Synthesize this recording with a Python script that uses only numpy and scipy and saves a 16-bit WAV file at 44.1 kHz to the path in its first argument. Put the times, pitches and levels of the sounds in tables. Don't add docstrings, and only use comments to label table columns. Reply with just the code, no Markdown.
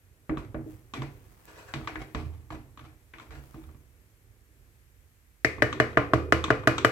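import sys
import numpy as np
from scipy import signal
from scipy.fft import rfft, irfft, next_fast_len
from scipy.io import wavfile

SR = 44100
rng = np.random.default_rng(int(sys.argv[2]) if len(sys.argv) > 2 else 0)


def to_wav(s):
    ch = np.atleast_2d(s).T
    pcm = np.round(np.clip(ch, -1, 1) * 32767)
    wavfile.write(sys.argv[1], SR, pcm.astype(np.int16))


N = 304731
RING = 32768
RICE_T60_S = 0.65
BOTTOM_WEIGHT_HZ = 334

# (time [s], pitch favoured by the contact point [Hz], its lift [dB],
# level before layer gain [dB], weight behind it [dB], cut-off of the contact [Hz])
RAPS = [(5.4474, 2050, 15, -23, -7, 5700), (5.622, 1820, 10.5, -23, -1, 5230),
        (5.8002, 1850, 7.5, -22.5, -1.5, 4630), (5.972, 1500, -4.5, -22, -1.5, 3000),
        (6.1349, 1130, 5, -25, 4, 4770), (6.3232, 1450, 0, -21, -3.5, 5230),
        (6.5041, 1490, 0, -23.5, 0.5, 3650), (6.6732, 1500, 4.5, -21.5, -1, 6470),
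        (6.8475, 1450, 2, -20, -4.5, 6400)]
# (start [s], length [s], level before layer gain [dB],
# pitch favoured by the contact point [Hz])
STROKES = [(0.375, 0.028, -49.5, 1200), (0.94, 0.058, -42, 2240), (1.74, 0.028, -35, 1290),
           (1.861, 0.2, -52, 1960), (2.146, 0.014, -38, 1130), (2.501, 0.023, -45.5, 1080),
           (2.769, 0.025, -50, 1500), (2.85, 0.0077, -54, 1610), (3.144, 0.014, -45, 2300),
           (3.303, 0.03, -50.5, 1700), (3.544, 0.041, -50, 950)]
# (pitch [Hz], bare t60 [s], level struck on the rim [dB],
# level struck on the bottom [dB])
PAN = [(79.15, 1, -25, -24.5), (114.5, 0.13, -15.5, -48), (137, 0.38, -61, -19), (190.7, 0.28, -27, -40),
       (236.3, 0.37, -36, -27.5), (287.4, 0.38, -31.5, -29), (315.2, 0.53, -56, -20.5),
       (328, 0.3, -25.5, -22.5), (380, 0.4, -64, -27), (401, 0.56, -43.5, -30.5), (439.6, 0.22, -30, -24.5),
       (461, 0.025, -50, -19), (510.5, 0.45, -34.5, -32.5), (610.7, 0.092, -17, -19.5),
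       (763, 0.27, -38, -34), (1042, 0.31, -42, -39.5), (1246, 0.19, -50, -82), (1394, 0.11, -32, -67),
       (1796, 0.24, -55, -72), (1791, 0.4, -44, -50), (1980, 0.18, -37, -38), (2076, 0.17, -56, -75),
       (2470, 0.75, -43, -54), (2946, 0.16, -34.5, -46)]
# (lower edge [Hz], upper edge [Hz])
BANDS = [(60, 160), (200, 700), (900, 2600), (3000, 8000), (9000, 15000)]
DIG_BALANCE = [-4, -1.5, 0, -4, -22.5]
# (frequency [Hz], relative level [dB])
POP = [(1000, 0), (4000, -14), (8000, -13), (12000, -11), (16000, -11)]
# (frequency [Hz], relative level [dB])
SIZZLE = [(300, -11), (1000, -1), (1700, 4.5), (2300, 3), (3000, -2), (5000, -4.5), (8000, -1),
          (9600, -2.5), (11500, 0.5), (14000, 0), (16000, -14)]


def digs(echoes, gain_db=0.0, lift_db=6):
    # (time [s], pitch favoured by the contact point [Hz], level before layer gain [dB],
    # weight behind it [dB], cut-off of the contact [Hz])
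    bumps = [(0.2944, 596, -42, -11.5, 650), (0.5441, 580, -49, -7, 590), (1.0198, 970, -45, 1, 3720),
             (1.7382, 3800, -41, -0.5, 5700), (1.811, 1190, -59.5, 13.5, 2000),
             (1.874, 950, -36.5, -24, 2800), (1.956, 1830, -41, -5.5, 1920), (2.1477, 1080, -41, 6.5, 3700),
             (2.5044, 1090, -47.5, 2, 2300), (2.548, 1120, -56.5, 11, 2210), (3.137, 2300, -50, -25, 2150),
             (3.307, 1400, -58, -11, 3400), (3.352, 1610, -60, -10, 3400), (3.543, 1120, -59.5, 15, 2200),
             (3.6904, 1140, -65.5, 9, 1800), (3.746, 1120, -71, 19, 2380)]
    out = np.zeros((2, N))
    for s, hz, db, weight_db, cutoff_hz in bumps:
        hit = favour(bottom_blow(echoes), hz, lift_db)
        add(out, s, force(hit, contact(DIG_BALANCE, db, weight_db, BOTTOM_WEIGHT_HZ, cutoff_hz)))
    return undb(gain_db) * out


def raps(echoes, gain_db=-0.1):
    # (pitch [Hz], t60 [s], level [dB])
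    shaft = [(317, 0.025, -3), (626, 0.038, -4), (1160, 0.013, -15.5), (1633, 0.0079, -3.5),
             (1980, 0.034, -21.5)]
    # (frequency [Hz], level [dB])
    rim = [(80, -4.5), (125, 4), (165, -4), (200, -6), (275, 1.5), (320, -1), (490, 2.5), (550, -5.5),
           (640, -2.5), (730, -2.5), (850, -4.5), (950, -3), (1060, 1.5), (1230, 9.5), (1320, 2), (1410, 4),
           (2050, -1), (2350, -2.5), (2500, -6.5), (2950, -4.5)]
    rap_balance = [-7, -0.05, 0, -14.5, -17.5]
    weight_hz = 650
    bare_pan = [(hz, t60, rim_db) for hz, t60, rim_db, _ in PAN]
    out = np.zeros((2, N))
    for s, hz, lift_db, db, weight_db, cutoff_hz in RAPS:
        hit = blow(shaft, bare_pan, echoes, crack_db=-18.5, crack_s=0.0033, pan_db=1.5, room_db=-23.5,
                   left_db=2.0, lag_s=0.00014, wood_cycles=0.27, pan_cycles=1.0, detune=0.019,
                   uneven_db=4.0, moved=0.14)
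        hit = favour(colour(hit, rim), hz, lift_db)
        add(out, s, force(hit, contact(rap_balance, db, weight_db, weight_hz, cutoff_hz)))
    return undb(gain_db) * out


def ticks(echoes, gain_db=-3.0):
    # (time [s], level before layer gain [dB], weight behind it [dB], cut-off of the contact [Hz])
    clicks = [(0.3721, -40.5, 0.5, 2300), (0.937, -40, -9, 5030), (2.774, -51.5, -4, 3200),
              (2.793, -53, -6, 3500), (2.85, -58, -6, 3800), (3.184, -52, -20, 3700),
              (3.1983, -49.5, -20, 3700), (3.6386, -64, -5, 4580), (5.583, -49.5, 13, 2200),
              (5.7276, -35, -10, 3980), (5.93, -53, -13, 3350), (6.4405, -30, -13, 6700),
              (6.482, -41, 3, 2800), (6.636, -45, -21, 2010), (6.7814, -31.5, -14, 6550)]
    # (frequency [Hz], level [dB])
    edge = [(300, 0), (620, -9), (1080, 6), (1400, 3), (1750, -7), (2300, -1), (2800, -1), (3500, 7),
            (4200, 0), (5000, -6), (6000, 1), (9000, -3)]
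    out = np.zeros((2, N))
    for s, db, weight_db, cutoff_hz in clicks:
        hit = colour(bottom_blow(echoes), edge)
        add(out, s, force(hit, contact(DIG_BALANCE, db, weight_db, BOTTOM_WEIGHT_HZ, cutoff_hz)))
    return undb(gain_db) * out


def bottom_blow(echoes):
    # (pitch [Hz], t60 [s], level [dB])
    blade = [(577, 0.061, -50), (1200, 0.015, -4.5), (1500, 0.051, -19.5), (2300, 0.035, -13),
             (3190, 0.0061, -8.5), (3700, 0.013, -13), (6320, 0.015, -25.5), (7200, 0.012, -23)]
    # (frequency [Hz], level [dB])
    bottom = [(140, -1), (185, -3), (240, 5.5), (400, -3), (500, -7.5), (700, -5), (1100, 1), (1900, 0),
              (2700, -3), (3400, 0.5), (5100, -1), (7800, -0.5), (9400, -10), (12000, -16)]
    hit = blow(blade, covered_pan(RICE_T60_S), echoes, crack_db=-13.5, crack_s=0.0025, pan_db=7.0,
               room_db=-16.5, left_db=0.0, lag_s=0.00002, wood_cycles=1.0, pan_cycles=4.1, detune=0.056,
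               uneven_db=4.0)
    return colour(hit, bottom)


def blow(wood, pan, echoes, crack_db, crack_s, pan_db, room_db, left_db, lag_s,
         wood_cycles, pan_cycles, detune, uneven_db, moved=0.093):
    t = np.arange(RING) / SR
    clack = -ring(wood, detune, wood_cycles)
    late_clack = np.interp(t - lag_s, t, clack, left=0)
    clack = np.array([undb(left_db) * late_clack, clack])

    crack_colour = [(500, 22.5), (3000, 11.0), (7500, -3.0), (9600, -9.0), (11500, -12.5), (16000, -21.5)]
    crack = colour(diffuse(RING), crack_colour) * np.exp(-t / crack_s)

    uneven_pan = [(hz, t60, db + uneven_db * rng.standard_normal()) for hz, t60, db in pan]
    metal = ring(uneven_pan, 0.0044, pan_cycles)

    moved = np.clip(moved, 0, 1)
    room = kitchen(np.sqrt(1 - moved) * echoes + np.sqrt(moved) * diffuse(RING))
    return clack + undb(crack_db) * crack + undb(pan_db) * metal + undb(room_db) * room


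def ring(modes, detune, swell_cycles):
    t = np.arange(RING, dtype=np.float32) / SR
    hz, t60, db = np.transpose(modes).astype(np.float32)[:, :, None]
    hz = hz * (1 + detune * rng.standard_normal(hz.shape)).astype(np.float32)
    build = 1 - np.exp(-np.minimum(t * hz / float(swell_cycles), 20))
    fade = np.exp(-np.minimum(float(np.log(1000)) * t / t60, 20))
    return undb(db[:, 0]) @ (build * fade * np.sin(2 * np.pi * hz * t))


def covered_pan(longest_s):
    return [(hz, 1 / (1 / t60 + 1 / longest_s), db) for hz, t60, _, db in PAN]


def contact(balance, db, weight_db, weight_hz, cutoff_hz):
    hz = np.sqrt(np.prod(BANDS, axis=1))
    cushion = -10 * np.log10(1 + (hz / cutoff_hz) ** 4)
    weight = weight_db / (1 + (hz / weight_hz) ** 2)
    return db + np.array(balance) + weight + cushion - cushion[2]


def force(x, levels_db):
    size = SR // 20
    window = signal.get_window("hann", 2 * size)[size:] ** 0.25
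    hz = freqs(RING)
    for _ in range(2):
        energy = np.abs(rfft(x[:, :size] * window, RING)) ** 2
        power = np.mean(energy, axis=0) * 2 / (size * RING)
        now = [10 * np.log10(power[(hz > lo) & (hz < hi)].sum()) for lo, hi in BANDS]
        x = colour(x, [(np.sqrt(lo * hi), want - has)
                       for (lo, hi), want, has in zip(BANDS, levels_db, now)])
    return x


def favour(x, hz, lift_db, width=1.44):
    return colour(x, [(hz / width, 0), (hz, lift_db), (hz * width, 0)])


def drag(echoes, gain_db=1.0, shifts_per_s=22, count=5):
    # (frequency [Hz], level [dB])
    slip_colour = [(80, -2.5), (300, -3.5), (800, 0.5), (1200, -7), (3000, -6), (5000, -5), (7500, -4),
                   (11000, 15)]
    t = np.arange(N) / SR
    pushes = undb(gain_db) * rubbing()
    place = rng.integers(count, size=N)[(t * shifts_per_s).astype(int)]
    out = 0
    for k in range(count):
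        body = colour(bottom_blow(echoes), slip_colour)
        body = body / np.sqrt(np.mean(body ** 2) * RING)
        out = out + signal.oaconvolve(pushes * (place == k), body, axes=1)[:, :N]
    return out


def rubbing(lift_db=5):
    release_s = 0.03
    crumble_db, crumble_s = -21, 0.24
    rattle_db, jolt_s, rattle_s = -28.5, 0.022, 0.13
    out = np.zeros((1, N))
    for s, length_s, db, hz in STROKES:
        pressure = swell(length_s, release_s) + undb(crumble_db) * swell(length_s, crumble_s)
        add(out, s, favour(undb(db) * pressure * slips(), hz, lift_db)[None])
    for s, _, _, db, _, _ in RAPS:
        add(out, s, (undb(db + rattle_db) * swell(jolt_s, rattle_s) * slips())[None])
    return out


def swell(length_s, release_s, rise=0.1):
    t = np.arange(RING) / SR
    return np.clip(t / (rise * length_s), 0, 1) * np.exp(-np.clip((t - length_s) / release_s, 0, 20))


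def slips(slips_per_s=560, spread_db=5, clump_db=4.0, clumps_per_s=55):
    sizes = undb(spread_db * rng.uniform(-2.1, 2.0, RING)) * rng.choice([-1, 1], RING)
    knots = rng.uniform(-2.3, 2.4, RING)
    clumps = np.interp(np.arange(RING) / SR * clumps_per_s, np.arange(RING), knots)
    moments = rng.random(RING) < slips_per_s / SR
    return level(moments * sizes * undb(clump_db * clumps), 0)


def sweeps(echoes, pan_db=-8):
    # (time of the fastest moment [s], half length [s], level [dB])
    passes = [(1.491, 0.039, -52), (1.58, 0.059, -49.5), (1.687, 0.021, -49.5), (3.206, 0.022, -51.5),
              (3.352, 0.039, -56)]
    # (frequency [Hz], level [dB])
    swish = [(150, -5), (400, -2), (700, -2), (1300, 7.5), (2200, -5), (3500, 1.5), (5500, 2.5), (8000, 10),
             (12000, 6)]
    t = np.arange(RING) / SR
    out = np.zeros((1, N))
    for s, half_s, db in passes:
        speed = np.exp(-(t / half_s - 2) ** 2)
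        grains = slips(slips_per_s=1500, spread_db=4.5, clump_db=3.0, clumps_per_s=49)
        add(out, s - 2 * half_s, (undb(db) * speed * grains)[None])
    pan = colour(ring(covered_pan(RICE_T60_S), 0.0037, 0.44), [(400, -6.5), (1000, -1.5)])
    body = colour(level(kitchen(echoes), 0) + level(pan, pan_db), swish)
    return signal.oaconvolve(out, body / np.sqrt(np.mean(body ** 2) * RING), axes=1)[:, :N]


def rubs(echoes, width_hz=70, room_db=-3):
    # (start [s], length [s], level before the fade in and out [dB], first pitch [Hz], last pitch [Hz])
    slides = [(1.646, 0.18, -59, 1610, 1500), (1.769, 0.11, -69, 1500, 1030),
              (1.885, 0.21, -75, 1980, 1810)]
    out = np.zeros((2, N))
    room = kitchen(echoes)
    for s, length_s, db, first_hz, last_hz in slides:
        progress = np.minimum(np.arange(RING) / SR / length_s, 1)
        grain = signal.lfilter([1], [1, -np.exp(-np.pi * width_hz / SR)], slips())
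        turns = np.cumsum(first_hz + (last_hz - first_hz) * progress) / SR
        tone = level(grain * np.sin(2 * np.pi * turns), db)
        add(out, s, (tone * np.sin(np.pi * progress))[None])
    answer = signal.oaconvolve(out, room / np.sqrt(np.sum(room[0] ** 2)), axes=1)[:, :N]
    return out + undb(room_db) * answer


def lumps(gain_db=-1, lift_db=16, longest_s=0.53):
    # (time [s], level before layer gain [dB], pitch of the thud [Hz],
    # time the fall takes to build [s])
    falls = [(0.297, -31.5, 318, 0.0097), (0.555, -44, 320, 0.011), (0.584, -62, 101, 0.01),
             (0.656, -44.5, 314, 0.008), (0.964, -42.5, 290, 0.016), (0.981, -37, 124, 0.0027),
             (1.747, -43.5, 149, 0.0073), (1.913, -45.5, 51.6, 0.027), (2.219, -40.5, 79.6, 0.019),
             (2.525, -47, 140, 0.009), (2.79, -52.5, 93, 0.049), (3.271, -46.5, 60.6, 0.05),
             (3.554, -46.5, 313, 0.0077), (3.62, -48, 78.5, 0.022), (4.471, -72, 380, 0.022)]
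    t = np.arange(RING) / SR
    out = np.zeros((2, N))
    for s, db, hz, fall_s in falls:
        pushes = diffuse(RING) * t * np.exp(-t / fall_s)
        pan = ring(covered_pan(longest_s), 0.0052, 0.024)
        thud = signal.fftconvolve(pushes, pan[None], axes=1)[:, :RING]
        dull = signal.butter(3, 2.14 * hz, fs=SR, output="sos")
        thud = favour(signal.sosfilt(dull, thud), hz, lift_db)
        start_rms = np.sqrt(np.mean(thud[:, :SR // 10] ** 2))
        add(out, s, thud * undb(db + gain_db) / start_rms)
    return out


def kitchen(noise, early_db=8, early_s=0.0053, onset_s=0.0029):
    # (frequency [Hz], relative level per Hz [dB], t60 [s])
    answer = [(46, 4, 0.95), (121, 10.5, 1), (213, -9, 1), (372, 1.5, 0.96), (603, 8, 0.42),
              (1034, -4.5, 0.47), (1190, -3, 0.39), (2420, 1.5, 0.34), (3400, -11, 0.36),
              (4230, -11.5, 0.36), (8340, -23.5, 0.34), (9800, -40.5, 0.67), (11300, -24, 0.29),
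              (15700, -46, 0.29)]
    t, hz = np.arange(RING) / SR, freqs(RING)
    spectrum = rfft(level(colour(noise, [row[:2] for row in answer]), 0))
    centres = np.log([row[0] for row in answer])
    tail = 0
    for share, row in zip(np.eye(len(answer)), answer):
        band = irfft(spectrum * np.interp(np.log(hz + 1), centres, share))
        tail = tail + band * np.exp(-np.log(1000) * t / row[2])
    onset = 1 - np.exp(-(t / onset_s) ** 2)
    return tail * onset * (1 + undb(early_db) * np.exp(-t / early_s))


def sizzle(hiss_db=-69.0, crackle_db=-80, pops_per_s=70, pop_db=1):
    # (time [s], peak level before pop_db and POP colour [dB])
    loud_pops = [(.7073, -39), (1.2511, -47), (1.4545, -22), (3.4261, -47), (3.4391, -33), (3.5102, -30.5),
                 (3.813, -44)]
    bursts = (rng.random(N) < pops_per_s / SR) * rng.exponential(size=N)
    crackle = level(bursts * rng.uniform(0.27, 1, (2, N)), crackle_db)
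    t = np.arange(SR // 100) / SR
    for s, db in loud_pops:
        burst = rng.standard_normal((2, len(t))) * np.exp(-t / 0.0005)
        add(crackle, s, burst * undb(db + pop_db) / np.abs(burst).max())
    hiss = level(colour(diffuse(N), SIZZLE), hiss_db) * waver(depth_db=0.8, per_s=3)
    return hiss + colour(crackle, POP)


def frying(bursts_per_s=1500):
    # (time of the loudest moment [s], half length [s], level [dB])
    flares = [(0.722, 0.065, -62), (1.595, 0.75, -62), (3.512, 0.28, -63)]
    t = np.arange(N) / SR
    heat = sum(undb(db) * np.exp(-((t - s) / half_s) ** 2) for s, half_s, db in flares)
    bursts = (rng.random((2, N)) < bursts_per_s / SR) * rng.standard_normal((2, N))
    return heat * level(colour(bursts, POP), 0)


def steam(steam_db=-76, lowest_hz=6000, flare_s=0.2):
    t = np.arange(N) / SR
    turned = sum(length_s * np.exp(-((t - s - length_s) / flare_s) ** 2) for s, length_s, _, _ in STROKES)
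    highpass = signal.butter(2, lowest_hz, "high", fs=SR, output="sos")
    hiss = signal.sosfilt(highpass, colour(diffuse(N), SIZZLE))
    return level(hiss, steam_db) * np.sqrt(turned / turned.max())


def stove(murmur_db=-60):
    # (frequency [Hz], relative level [dB])
    murmur = [(15, -24), (28, -11), (45, 1.5), (62, 3), (110, -1), (175, -16.5), (300, -16), (450, -19),
              (700, -27), (2000, -35), (5000, -77)]
    return level(colour(diffuse(N), murmur), murmur_db) * waver(depth_db=3, per_s=6)


def waver(depth_db, per_s):
    t = np.arange(N) / SR
    knots = np.arange(0, t[-1] + 1, 1 / per_s)
    return undb(depth_db * np.interp(t, knots, rng.uniform(-1.1, 1, len(knots))))


def diffuse(size, spacing=0.13):
    mid, side = rfft(rng.standard_normal((2, size)))
    alike = np.sinc(2 * freqs(size) * spacing / 343)
    mid, side = mid * np.sqrt((1 + alike) / 2), side * np.sqrt((1 - alike) / 2)
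    return irfft(np.array([mid + side, mid - side]), size)


def colour(x, points):
    size = 2 * next_fast_len(x.shape[-1] // 2 + 2048)
    cepstrum = irfft(np.log(undb(along(points, freqs(size)))))
    cepstrum[1:size // 2] *= 2
    cepstrum[size // 2 + 1:] = 0
    return irfft(rfft(x, size) * np.exp(rfft(cepstrum)))[..., :x.shape[-1]]


def along(points, hz, axis=1):
    table = np.array(points, float)
    return np.interp(np.log(np.maximum(hz, 1)), np.log(table[:, 0]), table[:, axis])


def freqs(size):
    return np.fft.rfftfreq(size, 1 / SR)


def undb(db):
    return 10 ** (np.asarray(db) / 20)


def level(x, db):
    return x * undb(db) / np.sqrt(np.mean(x ** 2))


def add(out, s, x):
    start = int(s * SR)
    out[:, start:start + x.shape[1]] += x[:, :N - start]


def scene():
    echoes = diffuse(RING)
    spatula = digs(echoes) + ticks(echoes) + raps(echoes) + drag(echoes) + sweeps(echoes) + rubs(echoes)
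    return spatula + lumps() + sizzle() + frying() + steam() + stove()


def record(dry, ceiling=7.7, low_hz=32, top_hz=15900):
    # (frequency [Hz], level difference [dB])
    port_tilt = [(30, -11), (70, -6.5), (130, -4), (280, -1.5), (620, 0), (1100, 0), (1700, 5.5), (3100, 7),
                 (4300, -4.5), (7800, -4.5), (11000, 1)]
    ports = np.array([colour(x, [(hz, side * db / 2) for hz, db in port_tilt])
                      for x, side in zip(dry, (1, -1))])
    ports = signal.sosfilt(signal.butter(4, low_hz, "high", fs=SR, output="sos"), ports)
    rounded = ceiling * np.tanh(ports / ceiling)
    return signal.sosfilt(signal.ellip(8, 0.2, 80, top_hz, fs=SR, output="sos"), rounded)


dry = scene()
out = record(dry)
to_wav(out)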